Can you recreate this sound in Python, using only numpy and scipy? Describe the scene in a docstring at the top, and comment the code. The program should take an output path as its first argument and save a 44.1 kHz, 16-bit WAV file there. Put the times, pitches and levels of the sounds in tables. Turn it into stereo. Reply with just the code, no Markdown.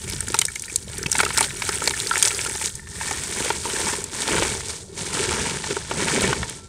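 """Over a low rumble, two hands crush dry clay clods above a tub of water. The clay snaps brightly, the
hardest snaps clip, and crumbs and clods patter and plop in, ringing the air in the tub.
From about 2.7 s, loose dirt is tipped from a basin in surges and at first grazes the tub's wall.
Grit hisses, crumbs splash and lumps gulp ever deeper as the lapping water thickens to mud.
A faint, thin tone comes in as the last dirt settles."""
import sys
import numpy as np
from scipy import signal
from scipy.fft import rfft, irfft, next_fast_len
from scipy.io import wavfile
from scipy.ndimage import map_coordinates

SR = 44100
rng = np.random.default_rng(int(sys.argv[2]) if len(sys.argv) > 2 else 0)


def store_wav(level_fs):
    """Save 16-bit WAV to argv[1]."""
    pcm = np.round(np.clip(np.atleast_2d(level_fs), -1, 1) * 32767)
    wavfile.write(sys.argv[1], SR, pcm.T.astype(np.int16))


N = 294588

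# Levels in the tables are relative: the functions set the final loudness.
# how the low rumble rises and falls: (time [s], level [dB])
RUMBLE_LEVELS = [(0.0, -37), (0.13, -34.5), (0.65, -48.5), (0.93, -38), (2.23, -42.5), (3.89, -40.5),
                 (4.28, -46), (4.37, -31), (4.78, -47), (5.38, -35), (5.58, -43.5), (6.17, -38.5),
                 (6.29, -28.5), (6.36, -41), (6.42, -30), (6.49, -47), (6.68, -44)]
# the tone of the rumble: (frequency [Hz], level [dB])
RUMBLE_TONE = [(13, -27), (22, -15), (75, 4), (200, -3.5), (260, -18), (440, -120)]
# the notes at which the air in the tub rings: (pitch [Hz], width [Hz], level [dB])
TUB_NOTES = [(401.6, 94, 6), (899, 74, 6), (1366, 96, -3.5), (1780, 37, -2), (2248, 46, 3.5)]
# dirt shed by each squeeze: (peak time [s], level [dB], rise [s], fall [s], coarseness [dB])
SQUEEZES = [(.13, -34, 0.39, .2, 2.5), (.36, -34, 0.28, 0.22, 3.5), (.73, -36.5, 0.68, 0.24, -3),
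            (1.0, -35.5, .24, .11, 6.5), (1.2, -27.5, 0.17, 0.26, 4), (1.4, -23, .13, .16, 2),
            (1.68, -28, 0.31, 1, 1), (1.87, -44, 0.17, 0.11, 18.5), (2.0, -31.5, 0.032, 0.11, 4.5),
            (2.27, -24.5, 0.33, 0.084, 0), (2.38, -28.5, .45, 0.36, 2), (2.65, -27, 0.26, 0.089, -5)]
# the tone of big, medium and fine dirt landing: (frequency [Hz], level [dB])
LUMP_TONE = [(85, -20), (140, -8), (210, 0.5), (310, -4), (450, -2.5), (700, -8.5), (1200, -20.5),
             (4000, -86)]
CRUMB_TONE = [(350, -16), (700, -2.5), (1100, -5), (1550, 4), (2300, 1), (3300, -2), (5500, -21),
              (12000, -64)]
GRIT_TONE = [(2000, -41), (3500, -6.5), (5000, -4.5), (7000, -1), (8600, 3), (9600, -2.5), (10800, -11.5),
             (12500, -18.5), (15500, -17.5)]
# dry clay snapping in the hands or on landing: (time [s], level [dB], pitch [Hz])
SNAPS = [(0.0988, -7, 9860), (0.2059, -6, 7940), (0.284, -9, 7240), (0.3436, -2.5, 5680),
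         (.3539, -17, 6940), (.366, -14, 3770), (0.3893, 6.5, 7530), (0.415, 1.5, 9700), (0.4524, -3, 8300),
         (.4654, -16, 5900), (0.4823, -13, 8360), (0.5563, -11.5, 6400), (0.5957, -12, 7200),
         (0.6217, -10, 9100), (.759, 1, 7600), (0.9816, -8, 8900), (1.0295, -8, 5300), (1.065, -8.5, 5400),
         (1.1164, -1, 8100), (1.128, -1.5, 5600), (1.183, -3, 8500), (1.2, -8, 3510), (1.21, -2, 8500),
         (1.2499, -8, 7200), (1.3745, 3.5, 3480), (1.383, 0, 8810), (1.4081, 0, 8500), (1.428, -4, 3750),
         (1.691, -4.5, 5050), (1.875, 2.3, 4200), (2.001, -4, 3700), (2.0702, -5.5, 4440),
         (2.094, -8.5, 8670), (2.1777, -7.5, 7050), (2.2256, 5, 9000), (2.2293, -1, 6450),
         (2.256, -1, 8400), (2.275, -6, 6940), (2.2813, -2, 5730), (2.347, -8, 4870), (2.495, -10, 8020),
         (2.754, -9.5, 7700), (3.1105, -8.5, 7400), (4.0408, -8.5, 7800), (4.2197, -4, 3750),
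         (6.2094, -6, 3770), (6.2205, -7, 8700), (6.496, -11, 8810)]
# the bright tone of those snaps: (frequency [Hz], level [dB])
SNAP_TONE = [(100, -17), (1000, -19), (4000, -4.5), (8800, -0.5), (10200, -5.5), (12500, -14), (15500, -17)]
# clods knocking together or plopping in: (time [s], level [dB], pitch [Hz], hollowness [0-1])
CLODS = [(0.136, -24.5, 285, 0.67), (0.3428, -7, 1320, 0.42), (0.416, -11.5, 2170, 0.68),
         (.4165, -7.5, 3120, 0.64), (.484, -18, 1770, 1), (.559, -17, 2180, 0.86),
         (0.6812, -26, 1900, 0.95), (0.698, -22.5, 2380, 0.7), (1.0605, -11, 2670, 0.72),
         (1.061, -14.5, 160, 0.78), (1.1527, -7.5, 2140, 0.57), (1.19, -10, 1620, 0.64),
         (1.2024, -2.5, 1320, 0.49), (1.207, -9, 2200, 0.3), (1.2323, -7.5, 885, 0.36),
         (1.252, -14.5, 2780, 0.8), (1.2628, -13.5, 1340, 0.7), (1.305, -13.5, 1320, 0.45),
         (1.3789, -9, 1410, 0.4), (1.4082, -7.5, 790, 0.3), (1.6202, -13, 2240, 0.45),
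         (1.69, -12, 1310, 0.5), (1.69, -20, 412, 0.62), (1.8199, -14.5, 1320, .67),
         (1.8753, -8, 1150, 0.1), (1.9078, -11, 2640, .3), (1.9378, -16, 1800, 0.98), (2.1125, -8, 1395, 1),
         (2.137, -13.5, 1355, 0.47), (2.1695, -11.5, 820, 0.04), (2.227, -5.5, 3290, 0.7),
         (2.462, -16, 1410, 0.6), (2.316, -23, 1400, .7), (2.5537, -17.5, 1820, .4),
         (2.6132, -18.5, 915, 0.46), (2.75, -28, 85, 1), (2.7944, -27.5, 1860, 0.77),
         (2.872, -27.5, 1807, 0.6), (3.011, -16.5, 1690, 0.55), (3.1106, -14, 775, 0.5),
         (3.324, -14, 2270, .3), (3.403, -20.5, 950, 0.6), (3.46, -21, 480, 0.6), (3.503, -7.5, 1005, 0.24),
         (3.6544, -17, 944, 0.6), (3.6992, -13, 3110, .5), (3.7599, -14.5, 1640, 0.67),
         (3.868, -21, 920, 0.66), (3.935, -20, 990, 0.7), (3.985, -26, 403, 0.8), (4.2858, -12, 890, 0.25),
         (4.38, -11.5, 600, .15), (4.4221, -8.5, 400, 0.18), (4.449, -14, 422, 0.2),
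         (5.64, -16, 1850, 0.37), (5.7067, -16, 416, 0.65), (5.7671, -13.5, 413, 0.4),
         (5.912, -8.5, 473, 0.34), (6.0223, -13, 320, 0.5), (6.3288, -7.5, 1555, 0.62),
         (6.4299, -11, 890, 0)]
# dirt sliding off the basin: (peak time [s], level [dB], rise [s], fall [s], coarseness [dB])
SURGES = [(2.76, -44, 0.11, 0.17, -4), (3.08, -31, 0.26, 0.77, 2), (3.38, -29.5, 0.071, 0.068, 5),
          (3.46, -31, 0.21, 0.24, 8), (3.68, -34, 0.089, 0.73, 8), (3.9, -27.5, 0.6, 0.18, -1),
          (4.15, -32, 0.059, 0.13, 0.5), (4.22, -28, 0.062, 0.12, 0), (4.32, -24.5, 0.11, 0.24, 4),
          (4.44, -28, 0.082, 0.36, -0.5), (4.7, -30, 0.079, 0.18, -6.5), (5.0, -32.5, 0.064, 0.073, -0.5),
          (5.19, -28, 0.3, 0.61, -0.5), (5.43, -29.5, 0.44, 0.34, 1), (5.71, -30.5, 0.16, 0.17, -2.5),
          (6.1, -28.5, .42, 0.18, -1), (6.24, -27.5, 0.45, 0.26, 2.5), (6.48, -36.5, 0.6, 0.25, -4)]
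# the stream grazing the tub's wall: (time [s], level [dB])
GRAZE_LEVELS = [(2.72, -55), (2.87, -53.5), (3.0, -46), (3.1, -34), (3.22, -49)]
# stirred water lapping between the surges: (time [s], level [dB])
LAPPING_LEVELS = [(3.0, -55), (4.9, -45.5), (6.68, -55)]
# when the water thickens to mud: (start [s], end [s])
MUD_TIMES = [3.36, 6.13]


def amp(db):
    """Turn decibels into a number to multiply a sound by."""
    return 10 ** (np.asarray(db) / 20)


def unit(x):
    """Scale a sound to an average (rms) level of 1."""
    return x / np.sqrt(np.mean(x ** 2) + 1e-20)


def level_curve(rows):
    """Join (time, level) points into one dB value per sample, fading to silence outside them."""
    times, db = np.transpose(rows)
    return np.interp(np.arange(N) / SR, np.r_[times[0] - .1, times, times[-1] + .1], np.r_[-90, db, -90])


def wobble(rate):
    """A smooth random curve that passes through `rate` new values a second."""
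    return map_coordinates(rng.standard_normal(4096), [np.arange(N) * rate / SR], mode="wrap")


def filtered(x, response):
    """Multiply each frequency in a sound by response(frequency)."""
    size = next_fast_len(N + SR // 2)
    return irfft(rfft(x, size) * response(np.fft.rfftfreq(size, 1 / SR)), size)[..., :N]


def coloured(x, tone):
    """Shape a sound's tone with (Hz, dB) points, keeping its attacks sharp."""
    size = 8192
    hz, db = np.transpose(tone)
    gain = amp(np.interp(np.log(np.fft.rfftfreq(size, 1 / SR) + 1), np.log(hz), db))
    # make the filter ring only after a hit, never before it
    cepstrum = irfft(np.log(gain))
    cepstrum[1:size // 2] *= 2
    cepstrum[size // 2 + 1:] = 0
    return signal.fftconvolve(x, irfft(np.exp(rfft(cepstrum))))[:N]


def add(track, start_s, sound):
    """Mix a sound into the track at the given time."""
    part = track[max(round(start_s * SR), 0):][:len(sound)]
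    part += sound[:len(part)]


def rumble():
    """A low, uneven rumble under everything, slightly different at the two ears."""
    middle, side = (unit(coloured(rng.standard_normal(N), RUMBLE_TONE)) for _ in range(2))
    return amp(level_curve(RUMBLE_LEVELS) + 1) * middle + amp(-60) * side * np.array([[1], [-1]])


def tub(x):
    """The direct sound plus the ringing of the air in the tub."""
    def response(f):
        return 1 + sum(amp(db) * 1j * f * width / (hz * hz - f * f + 1j * f * width)
                       for hz, width, db in TUB_NOTES)
    return filtered(x, response)


def air(db=-54):
    """Even in the pauses, faint surrounding noise makes the air in the tub ring."""
    noise = coloured(rng.standard_normal(N), [(300, 1), (900, -8.5), (1800, -3), (2400, -17), (5000, -11)])
    return amp(db) * unit(tub(noise) - noise)


def dirt_levels(rows, lumps_grow, crumbs_grow):
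    """Lump, crumb and grit levels in dB: each fall swells and fades; heavy flow has more big pieces."""
    moderate_db = -23.5  # in a stronger flow, lumps and crumbs follow their `grow` factors upward
    swell_db, roundness = 22.5, 1.603  # the drop one rise or fall time from the peak; its curve
    t, power = np.arange(N) / SR, np.full((3, N), 1e-12)
    for peak_s, db, rise_s, fall_s, coarse_db in rows:
        from_peak = np.abs((t - peak_s) / np.where(t < peak_s, rise_s, fall_s))
        flow_db = db - moderate_db - swell_db * from_peak ** roundness
        audible = flow_db > -40
        grit_db = flow_db[audible]
        lumps_db = lumps_grow * grit_db + coarse_db
        crumbs_db = crumbs_grow * grit_db + 0.75 * coarse_db
        power[:, audible] += amp([lumps_db, crumbs_db, grit_db]) ** 2
    return moderate_db + 10 * np.log10(power)


def grains(low_hz, high_hz, cycles, spread_db, count):
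    """Tiny hits of random time, pitch and size, each ringing for about `cycles` vibrations."""
    when, pitch, weight, sign = rng.random((count, 4)).T[:, :, None]
    hz = low_hz + pitch * (high_hz - low_hz)
    size = np.sign(sign - .5) * np.sqrt(hz) * amp(-spread_db * np.log(weight + .025))
    samples = np.arange(int(np.pi * cycles * SR / low_hz))
    turns = hz * samples / SR
    rings = size * (1 - np.exp(-2 * turns)) * np.exp(-turns / cycles) * np.sin(2 * np.pi * turns)
    positions = (when * N).astype(int) + samples
    return unit(np.bincount(positions.ravel(), rings.ravel(), N)[:N])


def stream(hits, tone, wash_db):
    """Single hits over the steady wash of countless finer ones, heard in the tub."""
    return unit(tub(coloured(hits + amp(wash_db) * rng.standard_normal(N), tone)))


def crumbling():
    """Squeezed clay sheds a thin, crackling fall of pieces."""
    lumps_db, crumbs_db, grit_db = dirt_levels(SQUEEZES, lumps_grow=0.87, crumbs_grow=1.206)
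    # dry ticks are so short that they sound among both crumbs and grit
    ticks = grains(1350, 11900, cycles=0.98, spread_db=5, count=2200)
    lumps = stream(grains(210, 631, cycles=1.32, spread_db=4.5, count=900), LUMP_TONE, wash_db=6)
    crumb_hits = grains(800, 4250, cycles=4, spread_db=3.5, count=2400)
    crumbs = stream(crumb_hits + 3.2 * ticks, CRUMB_TONE, wash_db=8.5)
    grit_hits = grains(3140, 12740, cycles=19, spread_db=6, count=8000)
    grit = stream(grit_hits + 1.22 * ticks, GRIT_TONE, wash_db=5)
    # small pieces push little water aside, so their thud is soft
    lumps = coloured(lumps, [(200, 0.19), (600, -3.2)])
    clumps = amp(1.22 * wobble(44.8) + 1.6 * wobble(260))
    return clumps * (amp(lumps_db - 12) * lumps + amp(crumbs_db - 5) * crumbs + amp(grit_db - 0.56) * grit)


def snaps(fizz_s=0.0076):
    """Breaking clay gives a tiny ping at the piece's own pitch, then a fizz of parting grains."""
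    track, t = np.zeros(N), np.arange(SR // 12) / SR
    for start_s, db, hz in SNAPS:
        # amp(-60 * t / x) fades by 60 dB in x seconds
        ping = np.sin(2 * np.pi * hz * t) * amp(-60 * t / 0.0041) * (1 - np.exp(-t / 0.00035))
        noise = rng.standard_normal(len(t))
        crack = 0.4 * noise * amp(-60 * t / 0.0065)
        hiss = unit(signal.lfilter(*signal.iirpeak(min(hz, SR / 3), 3, SR), noise))
        fizz = hiss * (0.43 * amp(-60 * t / fizz_s) + 0.04 * amp(-60 * t / 0.039))
        snap = ping + crack + fizz
        snap *= amp(db + 1) / np.abs(snap).max()
        add(track, start_s + .0002, snap)
        # the tub's wall throws it back from a hand's reach away
        add(track, start_s + 0.0025 + 0.00076 * rng.random(), 0.51 * snap)
    return tub(coloured(track, SNAP_TONE))


def clods(sag=0.09):
    """Each clod gives a dull splat and a short hollow ring whose pitch sags as its air pocket opens."""
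    track, t = np.zeros(N), np.arange(SR // 8) / SR
    for start_s, db, hz, hollow in CLODS:
        ring_s = 0.027 * (1500 / hz) ** 0.066  # bigger, lower clods ring longer
        pitch = hz * (1 + sag * (np.exp(-t / 0.0012) - np.exp(-1)))
        phase = 2 * np.pi * np.cumsum(pitch) / SR
        # the pocket is ragged, so weaker tones sound above and below
        above, below = 1 + rng.uniform(.1, .4, 2)
        ring = np.sin(phase) + .4 * np.sin(above * phase + np.pi) + .3 * np.sin(phase / below)
        # smaller clods ring higher and splat more brightly
        band = signal.butter(2, [120 + 0.32 * hz, 1900 + 0.99 * hz], "band", fs=SR, output="sos")
        splat = unit(signal.sosfilt(band, rng.standard_normal(len(t))))
        loudness = amp(-60 * t / ring_s) * (1 - np.exp(-t / 0.0005))
        plop = (hollow * ring + (1 - hollow) * splat) * loudness
        add(track, start_s - .0002, amp(db - 2.5) * plop / np.abs(plop).max())
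    return tub(track)


def pouring():
    """A thick sheet of loose dirt rushes into the water and slowly turns it to mud."""
    lumps_db, crumbs_db, grit_db = dirt_levels(SURGES, lumps_grow=1.37, crumbs_grow=1.39)
    ticks = grains(700, 9000, cycles=.7, spread_db=3.9, count=5000)
    lumps = stream(grains(153, 826, cycles=1.13, spread_db=0.5, count=1800), LUMP_TONE, wash_db=-1.5)
    crumb_hits = grains(723, 3630, cycles=2.7, spread_db=1.5, count=7000)
    crumbs = stream(crumb_hits + 1.35 * ticks, CRUMB_TONE, wash_db=3)
    grit_hits = grains(2600, 12400, cycles=0.93, spread_db=3, count=16000)
    grit = stream(grit_hits + 0.84 * ticks, GRIT_TONE, wash_db=-0.5)
    # the stream opens a hollow in the water, which makes the crumbs sound fuller
    crumbs = coloured(crumbs, [(450, -1), (700, -2.5), (1050, 5), (1400, -2), (3000, 0.5)])
    # in mud, grit lands more dully, lumps gulp deeper and the big pieces stand out
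    mud = np.interp(np.arange(N) / SR, MUD_TIMES, [0, 1])
    dull_grit = coloured(grit, [(3000, 1.5), (6000, -0.5), (9000, -3.5), (11000, -4), (14000, -12.5)])
    gulp_hits = grains(108, 246, cycles=2.8, spread_db=7.5, count=500)
    gulps = stream(gulp_hits, [(80, -27.5), (140, 7), (230, -2.5), (600, -36)], wash_db=20)
    lumps = amp(lumps_db + 8 * mud - 7.5) * (lumps + mud * amp(-3) * gulps)
    crumbs = amp(crumbs_db + 4.47 * mud - 2.67) * crumbs
    grit = amp(grit_db + 1.3) * ((1 - mud) * grit + mud * dull_grit)
    # coarse and fine dirt arrive together in clumps
    clumps = amp(1.1 * wobble(50) + 1.4 * wobble(280))
    return clumps * (lumps + crumbs + grit)


def wall_ring(hz=1815, width_hz=92):
    """Grains glance off the tub's wall and ring it as the pour begins."""
    hits = grains(1200, 3100, cycles=.8, spread_db=1, count=1200)
    ring = signal.lfilter(*signal.iirpeak(hz, hz / width_hz, SR), hits)
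    return amp(level_curve(GRAZE_LEVELS)) * unit(ring)


def lapping():
    """Small, low bubbles keep rising in the stirred water."""
    bubbles = grains(153, 735, cycles=3.2, spread_db=4, count=900)
    return amp(level_curve(LAPPING_LEVELS)) * stream(bubbles, LUMP_TONE, wash_db=9)


def whine(hz=1350, db=-56):
    """A faint, thin tone wavers as the last of the dirt settles."""
    pitch = hz + 8 * wobble(14)
    tone = unit(np.sin(2 * np.pi * np.cumsum(pitch) / SR))
    return amp(level_curve([(6.55, db), (6.66, db)])) * tone


def scene():
    """The dirt and water sound from the middle, over a quiet background."""
    dirt_and_water = crumbling() + pouring() + snaps() + clods() + wall_ring() + lapping()
    return dirt_and_water + air() + whine() + rumble()


def record(dry):
    """Clip the loudest peaks at full scale, then cut off the very highest treble."""
    top_hz = 15600
    return filtered(np.clip(dry, -1, 1), lambda hz: 1 / (1 + (hz / top_hz) ** 120))


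dry = scene()
out = record(dry)
store_wav(out)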